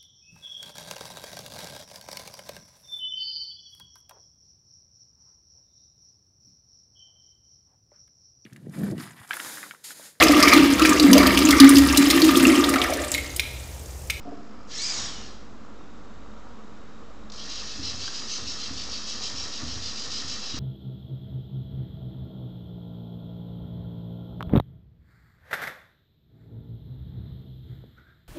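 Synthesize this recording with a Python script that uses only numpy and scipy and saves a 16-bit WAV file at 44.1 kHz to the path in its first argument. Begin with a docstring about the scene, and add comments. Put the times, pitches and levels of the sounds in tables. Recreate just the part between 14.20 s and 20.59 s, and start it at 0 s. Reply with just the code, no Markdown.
"""A six-legged robot stands on a wooden floor in a softly rumbling living room. Its servos, driven by
fifty pulses a second, buzz and tick under its weight, and something hollow rings briefly. It drops into
a crouch: gear teeth rattle the cases and frame, loaded gears whine and the feet thump on the boards.
It stands buzzing for about two seconds, then walks, each leg swing a burst of rattle and whine among
the footfalls. Early in the walk a leg joint snaps once."""
import sys
import numpy as np
from scipy import signal
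from scipy.fft import rfft, irfft, next_fast_len
from scipy.io import wavfile
from scipy.ndimage import uniform_filter1d

SR = 44100
rng = np.random.default_rng(int(sys.argv[2]) if len(sys.argv) > 2 else 0)


def wrap_up_sound(samples):
    """Save the sound to the file named by the first command line argument, as 16-bit audio."""
    columns = np.atleast_2d(samples).T
    # keep every value between -1 and 1, then stretch to whole-number steps
    tamed = np.clip(columns, -1, 1)
    steps = np.round(tamed * 32767).astype(np.int16)
    wavfile.write(sys.argv[1], SR, steps)


N = 281799
T = np.arange(N) / SR
DRIVE_HZ = 50   # servo drive pulses


def from_db(db):
    """Amplitude ratio of a level in decibels."""
    return 10 ** (np.asarray(db) / 20)


def unit_rms(x):
    """Normalisation to unit power."""
    return x / np.sqrt(np.mean(x ** 2) + 1e-20)


def coloured(x, spectrum):
    """Spectral shaping by rows (f/Hz, level/dB), falling 100 dB per octave past the ends; unit rms."""
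    hz, db = np.transpose(spectrum)
    size = next_fast_len(N)
    octave = np.log2(np.maximum(np.fft.rfftfreq(size, 1 / SR), 1))
    outside = np.abs(octave - np.clip(octave, np.log2(hz[0]), np.log2(hz[-1])))
    gain = from_db(np.interp(octave, np.log2(hz), db) - 100 * outside)
    return unit_rms(irfft(rfft(x, size) * gain, size)[:N])


def drift(cutoff_hz, size=N):
    """Random fluctuation: low-passed Gaussian noise of about unit rms."""
    r = np.exp(-2 * np.pi * cutoff_hz / SR)
    smooth = signal.lfilter([1], [1, -2 * r, r * r], rng.standard_normal(size + SR))
    return unit_rms(smooth[SR // 2:])[-size:]


def resonance(x, hz, width_hz):
    """Forced response of a damped oscillator, with unit gain at its peak."""
    r = np.exp(-np.pi * width_hz / SR)
    feedback = [1, -2 * r * np.cos(2 * np.pi * hz / SR), r * r]
    return signal.lfilter(np.array([1, 0, -1]) * (1 - r * r) / 2, feedback, x + 1e-18)


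def struck(blows, modes, scatter_db):
    """Modal ringing after blows (t/s, level/dB, f/Hz); a soft contact barely excites modes above its f."""
    at, level_db, contact_hz = np.transpose(blows)
    out = np.zeros(N)
    for k, (hz, mode_db, t60) in enumerate(modes):
        force = from_db(level_db + mode_db + scatter_db * rng.standard_normal(len(at)))
        impulses = np.full(N, 1e-18)
        impulses[(at * SR).astype(int)] = force / np.hypot(1, (hz / contact_hz) ** 2)
        r, w = from_db(-60 / (t60 * SR)), 2 * np.pi * hz / SR
        out += (-1) ** k * signal.lfilter([0, np.sin(w)], [1, -2 * r * np.cos(w), r * r], impulses)
    return out


# room rumble and hiss: f/Hz, relative spectral level/dB
RUMBLE_SPECTRUM = [(25, -25), (40, -18), (62, -5), (95, -5.5), (150, -9), (205, -3), (290, -7), (350, -8.5),
                   (480, -9.5), (850, -17), (1300, -14), (2200, -24.5), (5000, -29.5), (7600, -33),
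                   (8400, -50.5)]
# room hums: f/Hz, waver rate/Hz, level/dB, wavering share of the amplitude
ROOM_HUMS = [(50.6, 1.5, -55.5, 0.62), (214.5, 7.6, -55.5, .9), (241.5, 6.8, -60.5, 0.96),
             (286.7, 15, -59, 0.95), (464, 9, -64, 0.87), (956, 1.7, -69.5, 0.76)]
def room_rumble():
    """Broadband noise plus hums, each a steady tone that wavers by interference with narrowband noise."""
    out = from_db(-49) * coloured(rng.standard_normal(N), RUMBLE_SPECTRUM)
    for hz, waver_hz, db, share in ROOM_HUMS:
        steady = np.sqrt(2 * (1 - share ** 2))
        wavering = share * (drift(waver_hz) + 1j * drift(waver_hz))
        out += from_db(db) * ((steady + wavering) * np.exp(2j * np.pi * hz * T)).real
    return out


# resonances of the servos holding the weight: f/Hz, bandwidth/Hz, relative level/dB
HOLDING_RESONANCES = [(458, 105, -5.5), (756, 110, -4.5), (1118, 195, -3.5), (1395, 164, -7.5)]
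def holding_buzz(level_db=-56, scatter_db=4, jitter_s=.00023, hunting_db=3, servos=10):
    """Periodic impulse excitation: each servo is kicked once a drive period; gear play adds jitter."""
    kicks = np.zeros(N)
    for slot in (np.arange(servos) + rng.random(servos)) / servos:
        times = np.arange(slot / DRIVE_HZ, T[-1], 1 / DRIVE_HZ)
        times += jitter_s * rng.standard_normal(len(times))
        at = np.clip(times * SR, 0, N - 1).astype(int)
        kicks[at] += from_db(scatter_db * (rng.standard_normal() + rng.standard_normal(len(at))))
    buzz = sum((-1) ** k * from_db(db) * resonance(kicks, hz, width)
               for k, (hz, width, db) in enumerate(HOLDING_RESONANCES))
    hunting = from_db(hunting_db * drift(15))   # the servos hunt around their set angles
    return from_db(level_db) * unit_rms(buzz * hunting)


def soften_top(x):
    """Low-pass: whines and ticks fade out above 7.4 kHz."""
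    return signal.sosfilt(signal.cheby1(10, .5, 7400, fs=SR, output="sos"), x)


# a servo ticking against its load: start t/s, end t/s, f/Hz, bandwidth/Hz, level/dB
STRAIN_SPELLS = [(0.01, 0.47, 5050, 650, -67), (0.01, 0.47, 2300, 300, -71),
                 (1.555, 3.09, 3740, 220, -70.5), (3.099, 3.14, 4440, 2220, -50)]
def strain_ticks(decay_s=.006):
    """Resonant filtering: each drive pulse nudges a motor against its gears; the scratch rings a shell."""
    out = np.zeros(N)
    for start, end, hz, width, db in STRAIN_SPELLS:
        since_pulse = (T - start) % (1 / DRIVE_HZ)
        scratches = rng.standard_normal(N) * np.exp(-since_pulse / decay_s)
        ticks = unit_rms(resonance(resonance(scratches, hz, width), hz, width * 2))
        out += from_db(db) * ticks * ((T > start) & (T < end))
    return soften_top(out)


# soft knocks: t/s, relative level/dB
KNOCKS = [(0.051, -42.5), (0.072, -39.5), (0.118, -40)]
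# modes of the hollow body: f/Hz, relative level/dB, T60/s
HOLLOW_MODES = [(276.7, 1, 0.38), (297.3, -5, 0.66), (390, -7, .2), (450, -2, 0.18), (611, -1.5, 0.083),
                (676, -9.5, .4), (709.5, -0.5, 0.32)]
def hollow_ring(contact_hz=1200):
    """Free vibration: something hollow rings on after soft knocks."""
    return from_db(.5) * struck([(t, db, contact_hz) for t, db in KNOCKS], HOLLOW_MODES, scatter_db=1)


def tooth_clicks(per_s, spread_db=2):
    """Poisson impacts: gear teeth clack through their backlash, a few much harder than the rest."""
    sizes = from_db(spread_db * np.minimum(rng.exponential(1, N), 4)) * rng.choice([-1, 1], N)
    return sizes * (rng.random(N) < per_s / SR)


def motor_pulses(effort_db, tooth_hz, speed_exponent, wander=.045, jitter=.008, load_db=7):
    """Harmonic series: four motors pulse once per gear tooth, turning faster with effort; unit rms."""
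    speed = from_db(speed_exponent * uniform_filter1d(effort_db - effort_db.max(), size=2000))
    out = np.zeros(N)
    for ratio in np.linspace(.8, 1.2, 4):
        hz = tooth_hz * ratio * speed * (1 + wander * drift(4) + jitter * drift(196.4))
        cycles = np.cumsum(hz) / SR
        motor = sum(np.cos(2 * np.pi * (harmonic * cycles + offset))
                    for harmonic, offset in enumerate(rng.random(11), 1))
        out += motor * from_db(load_db * drift(7.5))   # the load passes from one motor to another
    return out / np.sqrt(uniform_filter1d(out ** 2, size=1500) + 1e-9)


# narrow resonances of the gearbox shells: f/Hz, bandwidth/Hz, gain/dB
SHELL_RESONANCES = [(2705, 110, -4), (3190, 110, -4.5), (3895, 64, -6), (4910, 36, -3.5), (5780, 120, -7),
                    (6680, 220, -7.5), (7950, 140, -12.5), (8010, 170, 0)]
def gear_rattle(motion, gear_spectrum, frame_spectrum, clicks_per_s, tooth_hz, speed_exponent, motor_db,
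                pulse_depth, spurt_depth, gear_trim_db, treble_trim_db, frame_trim_db):
    """Forced vibration: motors and loose teeth shake gearboxes and frame, surging on each drive pulse."""
    times, *levels = np.transpose(motion)
    rattle_db, treble_db, frame_db = [np.interp(T, times, level) for level in levels]
    running = uniform_filter1d(1. * ((T > times[0]) & (T < times[-1])), size=200)
    drive_pulse = np.cos(2 * np.pi * DRIVE_HZ * T + .4 * drift(1.6))
    force = unit_rms(tooth_clicks(clicks_per_s))
    force += from_db(motor_db) * motor_pulses(rattle_db, tooth_hz, speed_exponent)
    ringing = sum(from_db(db) * resonance(force, hz, width) for hz, width, db in SHELL_RESONANCES)
    rattle = coloured(force + ringing, gear_spectrum)
    treble, top = [signal.sosfiltfilt(signal.butter(3, hz, "high", fs=SR, output="sos"), rattle)
                   for hz in (5600, 7300)]
    # the highest treble flickers and surges with each drive pulse
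    spurts = spurt_depth * (drive_pulse + 1.6 * drift(130))
    rattle = rattle - treble + from_db(treble_db + treble_trim_db) * (treble + top * spurts)
    gearboxes = from_db(rattle_db + gear_trim_db) * rattle
    frame = from_db(frame_db + frame_trim_db) * coloured(tooth_clicks(per_s=4000), frame_spectrum)
    return running * (1 + pulse_depth * drive_pulse) * (gearboxes + frame)


# the drop, before trims: t/s, rattle level/dB, treble level re rattle/dB, frame level/dB
CROUCH_MOTION = [(0.47, -61, -4, -69), (0.517, -35.5, -13.5, -56), (0.602, -32.5, -1, -49.5),
                 (0.77, -32, -3, -40), (0.862, -33.5, -5.5, -42), (0.95, -40.5, -16, -48),
                 (1.08, -45, -11.5, -52), (1.16, -53.5, -20, -66), (1.27, -68, -7.5, -65)]
# gearbox and frame responses in the crouch: f/Hz, relative spectral level/dB
CROUCH_GEAR_SPECTRUM = [(880, -52), (1500, -30), (1700, -5), (2610, -12), (3010, -4.5), (3240, -6),
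                        (3710, -2.5), (5640, 1.5), (6130, -2), (6810, 0), (7850, -11), (8330, -17),
                        (8980, -38), (11700, -82), (19800, -120)]
CROUCH_FRAME_SPECTRUM = [(150, 3.5), (300, -2.5), (600, -2.5), (900, -2), (1400, -1), (1900, -7.5),
                         (2600, -10), (4000, -37)]
def crouch_rattle():
    """Structure-borne sound of all legs folding at once."""
    return gear_rattle(CROUCH_MOTION, CROUCH_GEAR_SPECTRUM, CROUCH_FRAME_SPECTRUM, clicks_per_s=7000,
                       tooth_hz=1150, speed_exponent=.18, motor_db=-7.5, pulse_depth=.05,
                       spurt_depth=.24, gear_trim_db=-1.5, treble_trim_db=2.5, frame_trim_db=-2.5)


def gear_whine(track, wobble, mesh_db, third_db, roughness=.45, fade_s=.0083):
    """Gear-mesh tone, strongest at twice the mesh rate; uneven teeth modulate its pitch and amplitude."""
    times, hz, level_db = np.transpose(track)
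    during = (T > times[0]) & (T < times[-1])
    t, out = T[during], np.zeros(N)
    mesh_hz = np.interp(t, times, hz) / 2 * (1 + wobble * drift(250, len(t)))
    phase = 2 * np.pi * np.cumsum(mesh_hz) / SR
    tone = from_db(mesh_db) * np.sin(phase) + np.sin(2 * phase) + from_db(third_db) * np.sin(3 * phase)
    fade = np.minimum(np.minimum(t - times[0], times[-1] - t) / fade_s, 1)
    flutter = 1 + roughness * drift(270, len(t))
    out[during] = from_db(np.interp(t, times, level_db)) * tone * fade * flutter
    return out


# gliding whines in the crouch, one track for each tone: t/s, f/Hz, level/dB
CROUCH_TRACKS = [
    [(0.575, 3850, -37), (0.62, 4516, -32.5), (0.655, 5125, -27.5), (0.685, 4600, -33.5),
     (0.708, 5100, -28), (0.735, 4640, -37.5), (0.81, 3735, -45), (0.89, 3400, -43.5), (0.94, 3005, -49),
     (1.08, 2790, -58)],
    [(0.54, 4950, -34), (0.595, 5960, -42.5), (0.62, 6580, -41), (0.72, 6160, -41.5), (0.762, 6900, -29)],
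    [(0.772, 5650, -30), (0.8, 5760, -38), (0.875, 5430, -43)],
    [(0.585, 2170, -43), (0.665, 2400, -43.5), (0.81, 2050, -48)],
]
def crouch_whines():
    """Mesh frequency follows shaft speed: the tones glide as the servos speed up and run down."""
    return soften_top(sum(gear_whine(track, wobble=.022, mesh_db=-21, third_db=-14.5)
                          for track in CROUCH_TRACKS))


# feet landing: t/s, relative level/dB, contact cutoff f/Hz
LANDINGS = [(0.775, -31.5, 55), (0.975, -44.5, 250), (1.16, -37, 45), (3.589, -36.5, 260),
            (3.737, -35, 110), (4.217, -40, 200), (4.502, -35.5, 248.2), (4.66, -33, 55),
            (4.946, -45.5, 250), (5.134, -37.5, 160), (5.424, -32, 300.8), (5.559, -31, 84.5),
            (5.868, -40.5, 200), (6.037, -37.5, 159.6), (6.335, -33, 296.4), (6.37, -46.5, 150)]
# floorboard modes: f/Hz, relative level/dB, T60/s
BOARD_MODES = [(48, -12, 0.41), (57, -7, 0.096), (67.7, -3.5, 0.43), (92.8, 1, 0.25), (96, -6, 0.6),
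               (109, -4.5, 0.15), (140.6, -5, 0.26), (179.5, -11, 0.18), (238, -1, 0.25), (270.8, 3, 0.24),
               (315, 0.5, 0.15)]
def footfalls():
    """Impact excitation: each foot sets the low modes of the floorboards ringing."""
    return from_db(-1.5) * struck(LANDINGS, BOARD_MODES, scatter_db=2)


# leg swings, before trims: start t/s, duration/s, rattle level/dB, treble level re rattle/dB,
# shudder level/dB, whine f/Hz, glide/(octaves/s), whine level/dB, slower joint's level/dB
LEG_SWINGS = [(3.171, 0.076, -42.5, -12, -52, 4200, 1.5, -47, -44),
              (3.278, 0.13, -36.5, -7, -49.5, 5300, 1, -46, -45),
              (3.458, 0.077, -40, -17, -55, 5100, .5, -48, -43.5),
              (3.622, .085, -34, -6, -52.5, 5376, -.7, -33.5, -34),
              (3.785, 0.097, -36, -4.5, -52.5, 4620, 2.5, -36, -50),
              (3.922, 0.087, -37.5, -3.5, -49.5, 4990, 1.2, -37, -48),
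              (4.077, 0.094, -34, -3.5, -51.5, 6110, .5, -34.5, -44),
              (4.25, .085, -37, -0.5, -49.5, 5380, 1.4, -35.5, -43),
              (4.379, 0.094, -36.5, -6.5, -51.5, 4150, -0.7, -37, -47.5),
              (4.555, 0.08, -36.5, -8, -55.5, 4620, -1, -39, -48),
              (4.699, 0.076, -35.5, -9, -59, 4500, -1.3, -36, -50),
              (4.855, 0.085, -35.5, -4, -49, 5050, .8, -40, -47),
              (5.006, 0.075, -33.5, -3.5, -48.5, 5330, 1.5, -36, -44),
              (5.146, .1, -37, -4.5, -47.5, 5467, 1.5, -36, -50),
              (5.313, 0.08, -37, -10.5, -46.5, 5094, 1.2, -40.5, -46.5),
              (5.461, 0.098, -37, -9, -52, 5550, 0.8, -41, -43),
              (5.606, .1, -37, -4.5, -62, 4630, -.5, -37, -49),
              (5.742, 0.11, -37.5, -3, -48.5, 4980, .7, -37, -50),
              (5.897, .11, -34, -5, -48.5, 4973, 1.2, -34, -41),
              (6.068, 0.081, -34.5, -4.5, -50, 5200, .8, -38, -46),
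              (6.203, 0.16, -36.5, -23.5, -48, 5030, -.4, -41, -48)]
def walk_motion(attack_s=.022, release_s=.022, brake_lag_s=.024, brake_spread_s=.021):
    """Incoherent sources add in power: swings over the standing legs' push, as rows for gear_rattle."""
    start_s, build_s = 3.12, .15
    t = T[T >= start_s][::40]
    push_db = -40 - 5 * np.exp(-(t - start_s) / build_s)   # the standing legs take up the push gradually
    rattle, treble, frame = [from_db(push_db + db) ** 2 for db in (0, -3, -15)]
    for start, length, rattle_db, treble_db, shudder_db, *_ in LEG_SWINGS:
        since_end = t - start - length
        spin_up = np.clip((t - start) / attack_s, 0, 1)
        coast = np.exp(-np.maximum(since_end, 0) / release_s)
        rattle += (spin_up * coast * from_db(rattle_db)) ** 2
        treble += (spin_up * coast * from_db(rattle_db + treble_db)) ** 2
        braking = np.exp(-((since_end - brake_lag_s) / brake_spread_s) ** 2)
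        frame += from_db(shudder_db) ** 2 * braking
    levels_db = 10 * np.log10([rattle, treble / rattle, frame])
    return np.column_stack([t, *levels_db])


# gearbox and frame responses in the walk: f/Hz, relative spectral level/dB
WALK_GEAR_SPECTRUM = [(1180, -45), (2000, -37.5), (2100, -10.5), (3140, -4), (3500, -3), (3940, 1),
                      (5130, 3.5), (6810, -7), (8070, -22.5), (8430, -28), (8980, -47.5), (11700, -81),
                      (19800, -120)]
WALK_FRAME_SPECTRUM = [(200, -1.5), (450, -7.5), (700, -8), (950, -7.5), (1250, -0.5), (1550, -8),
                       (1830, 0.5), (2100, -10), (3000, -23)]
def walk_rattle():
    """Structure-borne sound of the gait: gears rattle in each swing and the frame shudders on braking."""
    return gear_rattle(walk_motion(), WALK_GEAR_SPECTRUM, WALK_FRAME_SPECTRUM, clicks_per_s=9000,
                       tooth_hz=900, speed_exponent=.2, motor_db=-7, pulse_depth=.097,
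                       spurt_depth=.2, gear_trim_db=-2, treble_trim_db=6.5, frame_trim_db=2.5)


def swing_whines(slow_ratio=.77, motor_hz=2954, motor_re_rattle_db=-11.5, crest=.6, edge_db=-8):
    """Superposed mesh tones: two joints and a motor swell and glide together through each swing."""
    out = np.zeros(N)
    for start, length, rattle_db, _, _, whine_hz, glide, whine_db, slow_db in LEG_SWINGS:
        voices = [(whine_hz, whine_db), (whine_hz * slow_ratio, slow_db),
                  (motor_hz, rattle_db + motor_re_rattle_db)]
        for hz, db in voices:
            track = [(start + share * length, hz * 2 ** (glide * (share - crest) * length), db + swell_db)
                     for share, swell_db in ((0, edge_db), (crest, 0), (1, edge_db))]
            out += gear_whine(track, wobble=.0242, mesh_db=-20.5, third_db=-18)
    return soften_top(out)


# a leg joint snapping: t/s, relative level/dB
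JOINT_SNAPS = [(3.878, -30)]
# modes of the joint: f/Hz, relative level/dB, T60/s
JOINT_MODES = [(1111, 3, 0.036), (1340, 1.5, 0.032), (1580, -0.5, 0.055), (3182, -1, 0.017)]
def joint_snap(contact_hz=4000):
    """Impulse response: a hard contact excites the joint's high, heavily damped modes."""
    blows = [(t, db, contact_hz) for t, db in JOINT_SNAPS]
    return from_db(-3.5) * struck(blows, JOINT_MODES, scatter_db=4)


def reverberation(x, t60_s=.63, paths=10):
    """Repeated reflection between walls: feedback delays diffused by allpasses; about unit gain."""
    size = next_fast_len(N + SR)
    delay_exponent = -2j * np.pi * np.arange(size // 2 + 1) / size
    response = 0
    for k, lag_s in enumerate(rng.uniform(.011, .047, paths)):
        echo = from_db(-60 * lag_s / t60_s) * np.exp(delay_exponent * int(lag_s * SR))
        response += (-1) ** k * echo / (1 - echo)
    for lag_samples in (67, 163, 251):
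        delay = np.exp(delay_exponent * lag_samples)
        response *= (delay - .5) / (1 - .5 * delay)
    response /= np.sqrt(np.mean(np.abs(response) ** 2))
    return irfft(rfft(x, size) * response, size)[:N]


def scene():
    """Superposition of the robot's direct sound, its reverberant field and the room's rumble."""
    rattle = crouch_rattle() + walk_rattle()
    whines = crouch_whines() + swing_whines()
    steps = footfalls()
    small_sounds = joint_snap() + hollow_ring() + holding_buzz() + strain_ticks()
    direct = rattle + whines + small_sounds + steps
    to_walls = from_db(-6.5) * rattle + from_db(-9) * (whines + small_sounds) + from_db(-4.5) * steps
    return (direct + reverberation(to_walls) + room_rumble())[None]


def record(dry, cutoff_hz=9000, offset=.0164):
    """Band limiting: a steep low-pass cuts the top, and a constant offset shifts the signal off zero."""
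    return signal.sosfilt(signal.ellip(12, .1, 80, cutoff_hz, fs=SR, output="sos"), dry) + offset


dry = scene()
out = record(dry)
wrap_up_sound(out)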